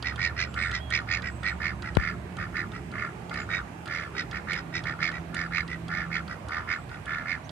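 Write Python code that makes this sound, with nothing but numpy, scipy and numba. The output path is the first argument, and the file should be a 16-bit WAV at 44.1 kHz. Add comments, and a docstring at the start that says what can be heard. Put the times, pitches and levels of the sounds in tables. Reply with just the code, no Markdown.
"""On a lakeside lawn, two white ducks chatter a few metres from a hand-held phone with two microphones.
Each quack is a short rattle of syrinx pulses ringing the windpipe, raspy when pushed; bill clicks fall
mostly at the starts of the quacks. Small birds whistle thinly as gliding sine tones; distant engines hum
in a few wavering partials. Open air is noise in flickering bands, and pressure steps bump the left microphone."""
import sys
import numpy as np
from scipy import signal
from scipy.fft import rfft, irfft
from scipy.io import wavfile
from scipy.ndimage import uniform_filter1d
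from numba import njit

SR = 44100
rng = np.random.default_rng(int(sys.argv[2]) if len(sys.argv) > 2 else 0)


def store_wav(level_fs):
    """Save 16-bit WAV to argv[1]."""
    pcm = np.round(np.clip(np.atleast_2d(level_fs), -1, 1) * 32767)
    wavfile.write(sys.argv[1], SR, pcm.T.astype(np.int16))


N = 331174
TIME = np.arange(N) / SR

# quacks, before the path to the microphones; rate is at the strongest pulse, resonances are nominal
# [peak_s, attack_s, release_s, level_db, rasp_db, rate_hz, pipe_hz, mouth_hz]
QUACKS = [(0.0712, 0.044, 0.071, -29.5, -14.5, 78, 1917, 1960),
          (0.2395, 0.072, 0.079, -26.5, -14.5, 89, 1866, 2010),
          (0.4144, 0.059, 0.068, -28, -11.5, 87, 1967, 2120), (0.637, 0.1, 0.12, -29, -19, 86, 1810, 1896),
          (0.7517, 0.037, 0.059, -31, -11, 85, 1955, 2030),
          (0.9504, 0.055, 0.071, -25, -13.5, 79.6, 1864, 2007),
          (1.137, 0.068, 0.077, -27, -13.5, 86, 1835, 2020),
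          (1.2727, 0.066, 0.043, -33.5, -19, 71, 1940, 1940),
          (1.475, 0.053, 0.065, -26, -17.5, 98, 1882, 1960),
          (1.656, 0.069, 0.085, -28.5, -19, 81.4, 1792, 1934),
          (1.86, 0.038, 0.071, -37.5, -21, 70, 1940, 1825),
          (2.0754, 0.13, 0.081, -31.5, -22, 81, 1764, 1840),
          (2.4144, 0.05, 0.071, -33, -22, 77, 1815, 1730),
          (2.581, 0.053, 0.084, -29, -21, 85, 1795, 1880.0),
          (2.7644, 0.053, 0.049, -40.5, -19.5, 75, 1934, 1680),
          (3.036, 0.13, 0.084, -34.5, -25.5, 76, 1754, 1776),
          (3.3889, 0.097, 0.074, -35, -17.5, 70, 1800, 1740),
          (3.5475, 0.069, 0.077, -27, -16.5, 93, 1880, 1915),
          (3.9614, 0.11, 0.14, -32.5, -18, 81.5, 1755, 1832),
          (4.195, 0.058, 0.047, -31.5, -12, 75, 1917, 1975),
          (4.3587, 0.05, 0.055, -32.5, -19, 77, 1800, 1855),
          (4.52, 0.055, 0.082, -28.5, -17, 91.6, 1816, 1970),
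          (4.576, 0.035, 0.045, -36.5, -10.5, 71, 1933, 2010),
          (4.7664, 0.048, 0.058, -31.5, -11, 78, 1916, 1990),
          (4.8836, 0.048, 0.078, -30.5, -20, 76, 1800, 1815),
          (5.0536, 0.072, 0.08, -27, -15.5, 83.8, 1794, 1957),
          (5.1551, 0.043, 0.052, -35, -20.5, 73, 1934, 1910),
          (5.3911, 0.069, 0.096, -30.5, -18, 86, 1783, 1813),
          (5.5715, 0.067, 0.075, -26, -18.5, 86, 1780, 1960),
          (5.73, 0.069, 0.044, -37, -20, 69, 1960, 1820), (5.9725, 0.1, 0.12, -31, -21.5, 90, 1770, 1776),
          (6.1551, 0.06, 0.065, -28, -18, 80, 1798, 1936),
          (6.3125, 0.051, 0.07, -40.5, -18.5, 68, 1940, 1540.0),
          (6.5456, 0.073, 0.12, -32, -21, 81, 1780, 1670),
          (6.7265, 0.065, 0.071, -27.5, -20, 85, 1794, 1887),
          (6.9304, 0.048, 0.077, -42, -19, 71, 1863, 1600),
          (7.1463, 0.1, 0.138, -32.5, -23, 79.5, 1760, 1710),
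          (7.306, 0.06, 0.08, -27.5, -21, 88, 1770, 1930)]
# short quacks come to a point, drawn-out ones hold their level [attack_s, rise_flatness (exponent)]
RISE_FLATNESS = [(.06, 2.28), (.11, 3.9)]
FALL_FLATNESS = 1.89
# nominal resonances of the long windpipe [pipe_multiple (ratio), width_hz, level_db]
THROAT = [(0.682, 126, 7.5), (0.788, 151, 4), (0.998, 108, 4), (1.1, 83, -8.5), (1.2, 107, 3.5),
          (1.33, 170, -4.5)]
# nominal resonances of the bill and mouth [pitch_hz, width_hz, level_db]
BILL = [(3170, 380, 0.5), (3440, 57, 6), (3754, 100, 7), (4184, 150, 6), (4550, 110, 3), (4964, 180, 8),
        (5300, 78, 0.5), (5890, 150, -2.5), (6810, 210, 0), (7400, 480, -10)]
USUAL_PIPE_HZ = 1880  # windpipe resonance around which the bill resonances shift
# bill clicks; treble is relative to the body of the click [start_s, peak_db, treble_db]
CLICKS = [(0.0254, -23.5, -32), (.159, -28.5, -19), (.5414, -29, -13), (.714, -24, -22), (0.904, -27.5, -9),
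          (1.221, -31.5, -36), (1.4323, -31, -18), (1.822, -32.5, -38), (1.951, -31, -12),
          (2.323, -43, -16), (2.368, -35.5, -8), (2.718, -34.5, -33), (2.916, -39, -10),
          (3.295, -32.5, -21), (3.34, -31.5, -11.5), (3.858, -34, -12), (3.877, -27, -41),
          (4.3123, -29, -26), (4.533, -24.5, -16), (4.838, -31, -29), (5.117, -30.5, -24), (5.345, -28, -7),
          (5.678, -33, -30), (5.882, -32.5, -12), (6.278, -33, -32), (6.485, -33, -10), (6.892, -38.5, -25),
          (7.057, -34.5, -8.5), (7.493, -29, -31)]
CLICK_PAN_DB = -7.5  # left minus right
# colour of the path from the ducks to each microphone, with the dips of the ground bounce
# [pitch_hz, level_db]
LEFT_PATH = [(500, -6), (1000, -0.5), (1200, 6), (1450, 7), (1620, -9.5), (1900, 1.5), (2300, -10.5),
             (2700, -3.5), (3400, 6), (4400, -2), (5000, 4.5), (6500, 8.5), (9000, -13)]
RIGHT_PATH = [(500, -7.5), (1000, -15.5), (1200, 6), (1450, 4.5), (1610, 4), (1740, 7), (2200, 4.5),
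              (2700, 5), (3400, 9), (4900, 10.5), (6400, 4.5), (7200, -5), (9000, -11)]
# bird whistles, before each side's gain; turn is the share of the length before the middle pitch
# [start_s, end_s, turn (share), first_hz, middle_hz, last_hz, level_db]
WHISTLES = [(.46, .76, .55, 7200, 7850, 7750, -65), (.57, .72, .5, 8100, 8250, 8050, -65),
            (1.24, 1.58, .5, 7300, 8080, 7400, -66), (3.39, 3.45, .5, 7050, 7080, 7000, -58),
            (6.7, 6.88, .5, 6600, 7500, 8400, -70), (7.435, 7.475, .5, 5300, 6000, 6500, -63)]
# a nearer whistle, before its sag, fade and each side's gain [start_s, first_hz, top_hz, level_db]
LONE_WHISTLE = (.768, 2800, 3380, -52)
# a far engine whose pitch wanders and ends lower [time_s, pitch_hz, level_db]
ENGINE = [(0, 173.9, -51.5), (1.0, 174.6, -47), (2.3, 179, -43.5), (3.7, 169.6, -47.5), (4.4, 166, -42.5),
          (6.15, 167.7, -38.5), (6.4, 157.8, -57.5), (7.5, 149.4, -48.5)]
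# deeper drones that come and go [start_s, end_s, pitch_at_start_hz, level_db]
DRONES = [(0, 2.1, 71.2, -40), (5.6, 6, 76.66, -47)]
# higher whines that come and go [start_s, end_s, pitch_at_start_hz, level_db]
WHINES = [(2.25, 2.8, 346, -54.5), (2.75, 3.5, 361, -54.5), (4.3, 4.85, 350, -59)]
DRONE_SAG_HZ_PER_S, WHINE_SAG_HZ_PER_S, HUM_FADE_DB_PER_S = 1.5, 7.3, 43
# spectrum of the outdoor background, relative [pitch_hz, level_db (per Hz)]
AIR = [(18, -43), (30, 2.5), (119, 1.5), (195, -3.5), (524, -15), (735, -12.5), (1200, -20), (1340, -23.5),
       (1690, -23), (2490, -25.5), (3680, -35), (6040, -39.5), (8250, -39), (13900, -52), (15000, -52)]
AIR_DB = -40.5
# background at the two microphones [pitch_hz, likeness (0 to 1), left_minus_right_db]
AIR_STEREO = [(60, 0.98, -3), (298, 0.91, -5), (740, 0.12, -4.5), (1540, 0, -13.5), (5000, 0.0072, -2),
              (12000, 0.0015, 3)]
# level of the low traffic rumble over time [time_s, level_db]
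RUMBLE = [(0, -1), (2.8, 1.5), (3.7, -1.5), (4.7, 0.5), (6.1, -1), (7.4, -1.5)]
RUMBLE_TOP_HZ = 250
# knocks on the left microphone [start_s, pressure_step (relative)]
BUMPS = [(1.6, 0.029), (1.9684, 0.28), (1.9704, 1.38)]
TOP_HZ = 14750  # upper limit of the phone


def ducks(level_db=-2.5):
    """All quacks; each microphone hears them with its own colour, the right a tiny lag later."""
    out = np.zeros(N)
    lag = 4  # samples
    for row in QUACKS:
        add(out, *quack(*row))
    return undb(level_db) * np.array([colour(out, LEFT_PATH), colour(np.roll(out, lag), RIGHT_PATH)])


def quack(peak, attack, release, db, rasp_db, rate, pipe_hz, mouth_hz, slowing=.2, fall_db=21,
          rasp_fall_db=31, lead_s=0.000499, overtone=0.44, hiss_db=-17, onset_droop=0.53, gape=0.067):
    """One quack: effort swells and falls, and with it pulse rate, brightness and rasp."""
    jitter, scatter_db, ragged_db = .016, 1.5, .8  # jitter in cycles
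    burst_s, sweep_per_s = .0022, 60
    skirt, skirt_s, rasp_s, evenness = .3, .0048, .0027, .8
    sinking, pipe_sinking, pipe_wobble, mouth_wobble = .36, .07, .009, .045

    # weak quacks and very raspy ones are breathier, and the syrinx leaks between the pulses
    weak_breath = np.interp(db, [-38, -29], [.6, .3])
    raspy_breath = np.interp(rasp_db, [-14, -10], [.3, .55])
    breath = max(weak_breath, raspy_breath)
    leak = .5 * breath

    start, end = peak - attack, peak + release
    t = np.arange(max(start - .02, 0), end + .03, 1 / SR)
    rise_flatness = np.interp(attack, *np.transpose(RISE_FLATNESS))
    flat = np.where(t < peak, rise_flatness, FALL_FLATNESS)
    away = effort_gap(t, start, peak, end)
    slack = np.minimum(away, 1) ** 2

    # the syrinx opens once a cycle, slower and less evenly at both ends of the call
    cycles = np.cumsum(rate * (1 - slowing * slack)) / SR
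    cycles -= np.interp(peak - lead_s, t, cycles)
    nearest = np.round(cycles)
    count = (nearest - nearest[0]).astype(int)
    # five random draws, each held for one pulse
    chance = rng.standard_normal((count[-1] + 1, 5))[count].T
    timing, strength, length, mouth_chance, pipe_chance = chance
    since = (cycles - nearest + jitter * timing) / rate  # seconds from the opening
    uneven_db = (scatter_db + ragged_db * slack) * strength
    cut_in_db = 40 * np.maximum(away - .8, 0) * (t < peak)  # the call starts abruptly
    swell = undb(-fall_db * away ** flat - cut_in_db + uneven_db)

    # the vowel arches: it rises as the bill opens, holds, and drops late in the tail
    droop = np.minimum(away, 1) ** 2.6 * np.where(t < peak, onset_droop, 1)
    centre = mouth_hz * (1 + gape - sinking * droop) * (1 + mouth_wobble * mouth_chance)
    bend = 1 + pipe_sinking * (.2 - np.sqrt(droop)) + pipe_wobble * pipe_chance

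    # each opening is a sharp snap on a wider skirt, while the membrane sweeps up
    # through the windpipe resonances
    phase = 2 * np.pi * centre * (since + sweep_per_s * since ** 2 / 2)
    snap = np.exp(-(since / (burst_s * np.exp(.3 * length))) ** 2)
    opening = (1 - skirt) * snap + skirt * np.exp(-(since / skirt_s) ** 2)
    rush_noise, puff_noise = rng.standard_normal((2, len(t)))
    rush = unit(ring(ring(rush_noise, centre, 1500), centre, 1500))
    source = opening * np.sin(phase) + breath * (opening + leak) * rush
    voice = windpipe(source, pipe_hz * bend)

    # mostly the effort sets the strength of each pulse, whichever resonance it meets
    pulse_power = np.bincount(count, voice ** 2) / np.bincount(count)
    pulse_rms = np.sqrt(pulse_power + np.mean(voice ** 2) / 20)[count]
    evened = unit(voice / uniform_filter1d(pulse_rms, size=96) ** evenness)
    voice = evened * uniform_filter1d(swell, size=96)

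    # a puff of turbulent air and the overtone of the sweep ring the bill, most at the height of effort
    rasp_swell = undb(-rasp_fall_db * away ** flat + uneven_db)
    puff = np.exp(-((since - .001) / rasp_s) ** 2) + 1.4 * leak
    stretch = (pipe_hz / USUAL_PIPE_HZ) ** .7 * (1 - .03 * droop)
    rasp_source = puff * puff_noise + overtone * opening * np.sin(2 * phase)
    rasp = bill(rasp_source * rasp_swell, stretch)

    # a raspier quack has more treble above 5600 Hz, mostly while the effort is near its height
    rasp = cut(rasp, 2330, "high", order=3)
    pushed = np.interp(rasp_db, [-21, -12], [.45, 1.1]) * np.exp(-(away / .6) ** 2) + .15
    rasp_top = cut(cut(rasp, 5600, "high", order=9), 8200, "low", order=4)
    rasp = cut(rasp, 5600, "low", order=9) + pushed * rasp_top
    rasp = undb(rasp_db) * unit(rasp) * np.sqrt(np.mean(rasp_swell ** 2))

    # a little air escapes past the bill as a thin high hiss
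    escaping = cut(puff * rush_noise * swell, 8800, "high")
    hiss = undb(hiss_db) * cut(escaping, 10700, "low", order=8)
    return t[0], undb(db) * (hiss + voice + rasp)


def effort_gap(t, start, peak, end):
    """Distance from the height of a call: 0 at its strongest pulse, 1 at its start and end."""
    return np.abs(np.interp(t, [2 * start - peak, peak, 2 * end - peak], [-2, 0, 2]))


def windpipe(source, pipe_hz):
    """Ring the windpipe; the neck is held a little differently for every quack."""
    vary_db, pure_db, pure_narrowing = 1.5, 5, .45
    # the duck with the higher voice has a purer, longer ring at its main resonance
    purity = np.interp(pipe_hz.max(), [1880, 1950], [0, 1])
    own_db = vary_db * rng.standard_normal(len(THROAT))
    voice = 0
    for (ratio, width, db), own in zip(THROAT, own_db):
        pure = purity * (abs(ratio - 1) < .06)
        ringing = ring(source, ratio * pipe_hz, width * (1 - pure_narrowing * pure))
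        voice = voice + undb(db + own + pure_db * pure) * ringing
    return cut(cut(voice, 2810, "low", order=6), 860, "high", order=4)


def bill(x, stretch):
    """Ring the resonances of the bill, never held quite alike; stretch shifts them all."""
    own_db = 2.0 * rng.standard_normal(len(BILL))
    return sum(undb(db + own) * ring(x, hz * stretch, width)
               for (hz, width, db), own in zip(BILL, own_db))


def bill_clicks(decay_s=0.0034, level_db=-2, snap_db=2, knock_db=-5):
    """The wet bill parts with a short crackle over a small hollow knock."""
    out, t = np.zeros((2, N)), np.arange(SR // 30) / SR
    pan_db = np.array([[CLICK_PAN_DB], [-CLICK_PAN_DB]]) / 2
    for s, db, top_db in CLICKS:
        crackle = rng.standard_normal(len(t)) * np.exp(-t / decay_s)
        rung = bill(crackle, 0.96) + 0.15 * ring(crackle, 8600, 620)
        body = cut(cut(rung, 2200, "high"), 2220, "low")
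        body = body + undb(knock_db) * ring(crackle, 570, 760)
        top = cut(cut(crackle, 6000, "high"), 10500, "low", order=6)
        click = body / np.abs(body).max() + undb(top_db + snap_db) * top / np.abs(top).max()
        click = cut(click, 10300, "low", order=8)
        add(out, s, undb(db + level_db + pan_db) * click)
    return out


def lone_whistle(rise_s=0.015, sag_hz_per_s=900, fade_db_per_s=70):
    """A nearer bird slides up to its note, then sags and fades; stronger on the right."""
    start, low_hz, top_hz, db = LONE_WHISTLE
    t = np.arange(SR // 4) / SR
    slide = np.exp(-(t / (2 * rise_s)) ** 2)
    hz = top_hz - (top_hz - low_hz) * slide - sag_hz_per_s * t
    ending = np.minimum(10 * (1 - t / t[-1]), 1)
    swell = (1 - slide) * undb(db - fade_db_per_s * t) * ending
    out = np.zeros(N)
    add(out, start, swell * np.sin(2 * np.pi * np.cumsum(hz) / SR))
    return np.array([0.79 * out, 4.1 * out])


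def birds(level_db=-1):
    """Thin gliding whistles from the trees, quavering in pitch and level; stronger on the right."""
    out = np.zeros(N)
    for start, end, turn, first_hz, middle_hz, last_hz, db in WHISTLES:
        u = np.linspace(0, 1, int((end - start) * SR))
        quaver = (middle_hz / 6000) ** 2
        glide = np.polyfit([0, .5, 1], [first_hz, middle_hz, last_hz], 2)
        hz = np.polyval(glide, u ** (-1 / np.log2(turn)))  # the middle pitch falls at u = turn
        hz = hz * (1 + .015 * quaver * walk(1200)[:len(u)])
        whistle_db = db + level_db + 2 * quaver * walk(105)[:len(u)]
        swell = np.sqrt(np.abs(np.sin(np.pi * u))) * undb(whistle_db)
        add(out, start, swell * np.sin(2 * np.pi * np.cumsum(hz) / SR))
    return np.array([1.0 * out, 2.9 * out])


def surroundings(x, near_db=-15, far_db=-23, far_s=0.0063):
    """Quick scatter from lawn and post, then a faint return from rocks and trees."""
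    near_s = .005
    t = np.arange(SR // 2) / SR
    near_noise, far_noise = rng.standard_normal((2, 2, len(t)))
    near = near_noise * np.exp(-t / near_s) * (t > .001)
    far = cut(far_noise, 3800, "low") * np.exp(-t / far_s) * (t > .02)
    response = (undb(near_db) * unit(near) + undb(far_db) * unit(far)) / np.sqrt(len(t))
    return x + signal.fftconvolve(x, response, axes=1)[:, :N]


def bump(leak_s=0.0017, crack_db=-17):
    """A touch on the left port: steps of pressure that leak away, with a thin crack."""
    push = sum(size * (TIME >= s) * np.exp(-np.abs(TIME - s) / leak_s) for s, size in BUMPS)
    crack = undb(crack_db) * cut(push, 8100, "high")
    return np.array([cut(push, 2700, "low", order=2) + crack, np.zeros(N)])


def far_engines():
    """One lasting hum, with drones and whines that come and go."""
    s, hz, db = np.transpose(ENGINE)
    engine = hum(np.interp(TIME, s, hz), np.interp(TIME, s, db), [(1, -2.0), (2, -14.0)])
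    drones = passing(DRONES, DRONE_SAG_HZ_PER_S, [(1, -1.5), (1.66, -4.5)], waver=0.0229)
    whines = passing(WHINES, WHINE_SAG_HZ_PER_S, [(1, -1), (1.19, -3.5)], waver=0.0015)
    return engine + drones + whines


def passing(table, sag_hz_per_s, partials, waver):
    """Hums that swell, hold and fade, their pitch sinking."""
    out = 0
    for start, end, hz, db in table:
        outside = np.abs(TIME - np.clip(TIME, start, end))
        sinking_hz = hz - sag_hz_per_s * (TIME - start)
        out = out + hum(sinking_hz, db - HUM_FADE_DB_PER_S * outside, partials, waver)
    return out


def hum(hz, db, partials, waver=0.00249, flutter_db=0.0):
    """A distant engine: a few partials (multiple, dB) that waver on their way through the air."""
    phase = 2 * np.pi * np.cumsum(hz * (1 + waver * walk(9))) / SR
    tone = sum(undb(gain_db + flutter_db * walk(16.0)) * np.sin(k * phase) for k, gain_db in partials)
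    return np.sqrt(2) * tone * undb(db) * undb([[-2.2], [1.6]])  # left, right


def air(level_db=0, flicker_db=2.0):
    """Far traffic and open air: third-octave bands that flicker; the bass is alike on both sides."""
    hz, out = np.fft.rfftfreq(N, 1 / SR), 0
    shared, own_left, own_right = rfft(rng.standard_normal((3, N)))
    alike = np.clip(on_log(hz, AIR_STEREO), 0, 1)
    pan_db = on_log(hz, AIR_STEREO, axis=2)
    own = np.array([own_left, own_right])
    field = unit(undb(on_log(hz, AIR))) * (np.sqrt(alike) * shared + np.sqrt(1 - alike) * own)
    field *= undb(np.array([pan_db, -pan_db]) / 2)
    field *= np.sqrt(2 / (1 + alike))
    band = np.round(3 * np.log2(np.maximum(hz, 50)))
    for k in np.unique(band):
        low_hz = hz[band == k][0]
        rumble_db = np.interp(TIME, *np.transpose(RUMBLE)) * (low_hz < RUMBLE_TOP_HZ)
        unsteady = np.interp(low_hz, [800, 2500], [1, .5])  # the far hiss is smoother
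        out = out + irfft(field * (band == k), N) * undb(rumble_db + unsteady * flicker_db * walk(8))
    return out * undb(AIR_DB + level_db)


def undb(db):
    """Decibels to gain."""
    return 10 ** (np.asarray(db) / 20)


def unit(x):
    """Scale to rms 1."""
    return x / np.sqrt(np.mean(x ** 2) + 1e-20)


def on_log(hz, table, axis=1):
    """Read a column of a table along log frequency."""
    table = np.array(table, float)
    return np.interp(np.log(np.maximum(hz, 1)), np.log(table[:, 0]), table[:, axis])


def walk(rate):
    """Random levels held 1 / rate s and smoothed twice; spread near 1."""
    k = int(SR / rate)
    held = np.repeat(rng.standard_normal(N // k + 1), k)
    return unit(uniform_filter1d(uniform_filter1d(held, k), k)[:N])


@njit
def svf(x, hz, width):
    """State-variable band-pass with a moving centre, gain 1 there."""
    y, b, l = np.empty(len(x)), 0., 0.  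# b and l are the band and low-pass states
    for i in range(len(x)):
        g, k = np.tan(np.pi * hz[i] / SR), width / hz[i]
        v = (b + g * (x[i] - l)) / (1 + g * (g + k))
        b, l, y[i] = 2 * v - b, l + 2 * g * v, k * v
    return y


def ring(x, hz, width):
    """One resonance, fixed or moving."""
    return svf(x + 1e-18, np.minimum(hz, SR / 2.3) * np.ones(len(x)), float(width))


def cut(x, hz, kind, order=2):
    """Butterworth low-pass or high-pass."""
    return signal.sosfilt(signal.butter(order, min(hz, SR / 2 - 1), kind, fs=SR, output="sos"), x)


def colour(x, table, size=2048):
    """Causal filter with the given (Hz, dB) response, its minimum phase found by folding the cepstrum."""
    cepstrum = irfft(np.log(undb(on_log(np.fft.rfftfreq(size, 1 / SR), table))))
    cepstrum[1:size // 2] *= 2
    cepstrum[size // 2 + 1:] = 0
    return signal.fftconvolve(x, irfft(np.exp(rfft(cepstrum))))[:len(x)]


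def add(out, s, x):
    """Mix a short sound in at time s."""
    i = max(int(s * SR), 0)
    out[..., i:i + x.shape[-1]] += x[..., :max(N - i, 0)]


def scene():
    """Ducks and birds in the open, over the distant hums and air, with the bumps at the microphone."""
    animals = ducks() + bill_clicks() + birds() + lone_whistle()
    return surroundings(animals) + far_engines() + air() + bump()


def record(dry):
    """The phone cuts the deep bass steeply, which makes a bump ring, and cuts the top."""
    thin = cut(dry, 56.3, "high", order=8)
    return signal.sosfilt(signal.ellip(8, .2, 70, TOP_HZ, fs=SR, output="sos"), thin)


dry = scene()
out = record(dry)
store_wav(out)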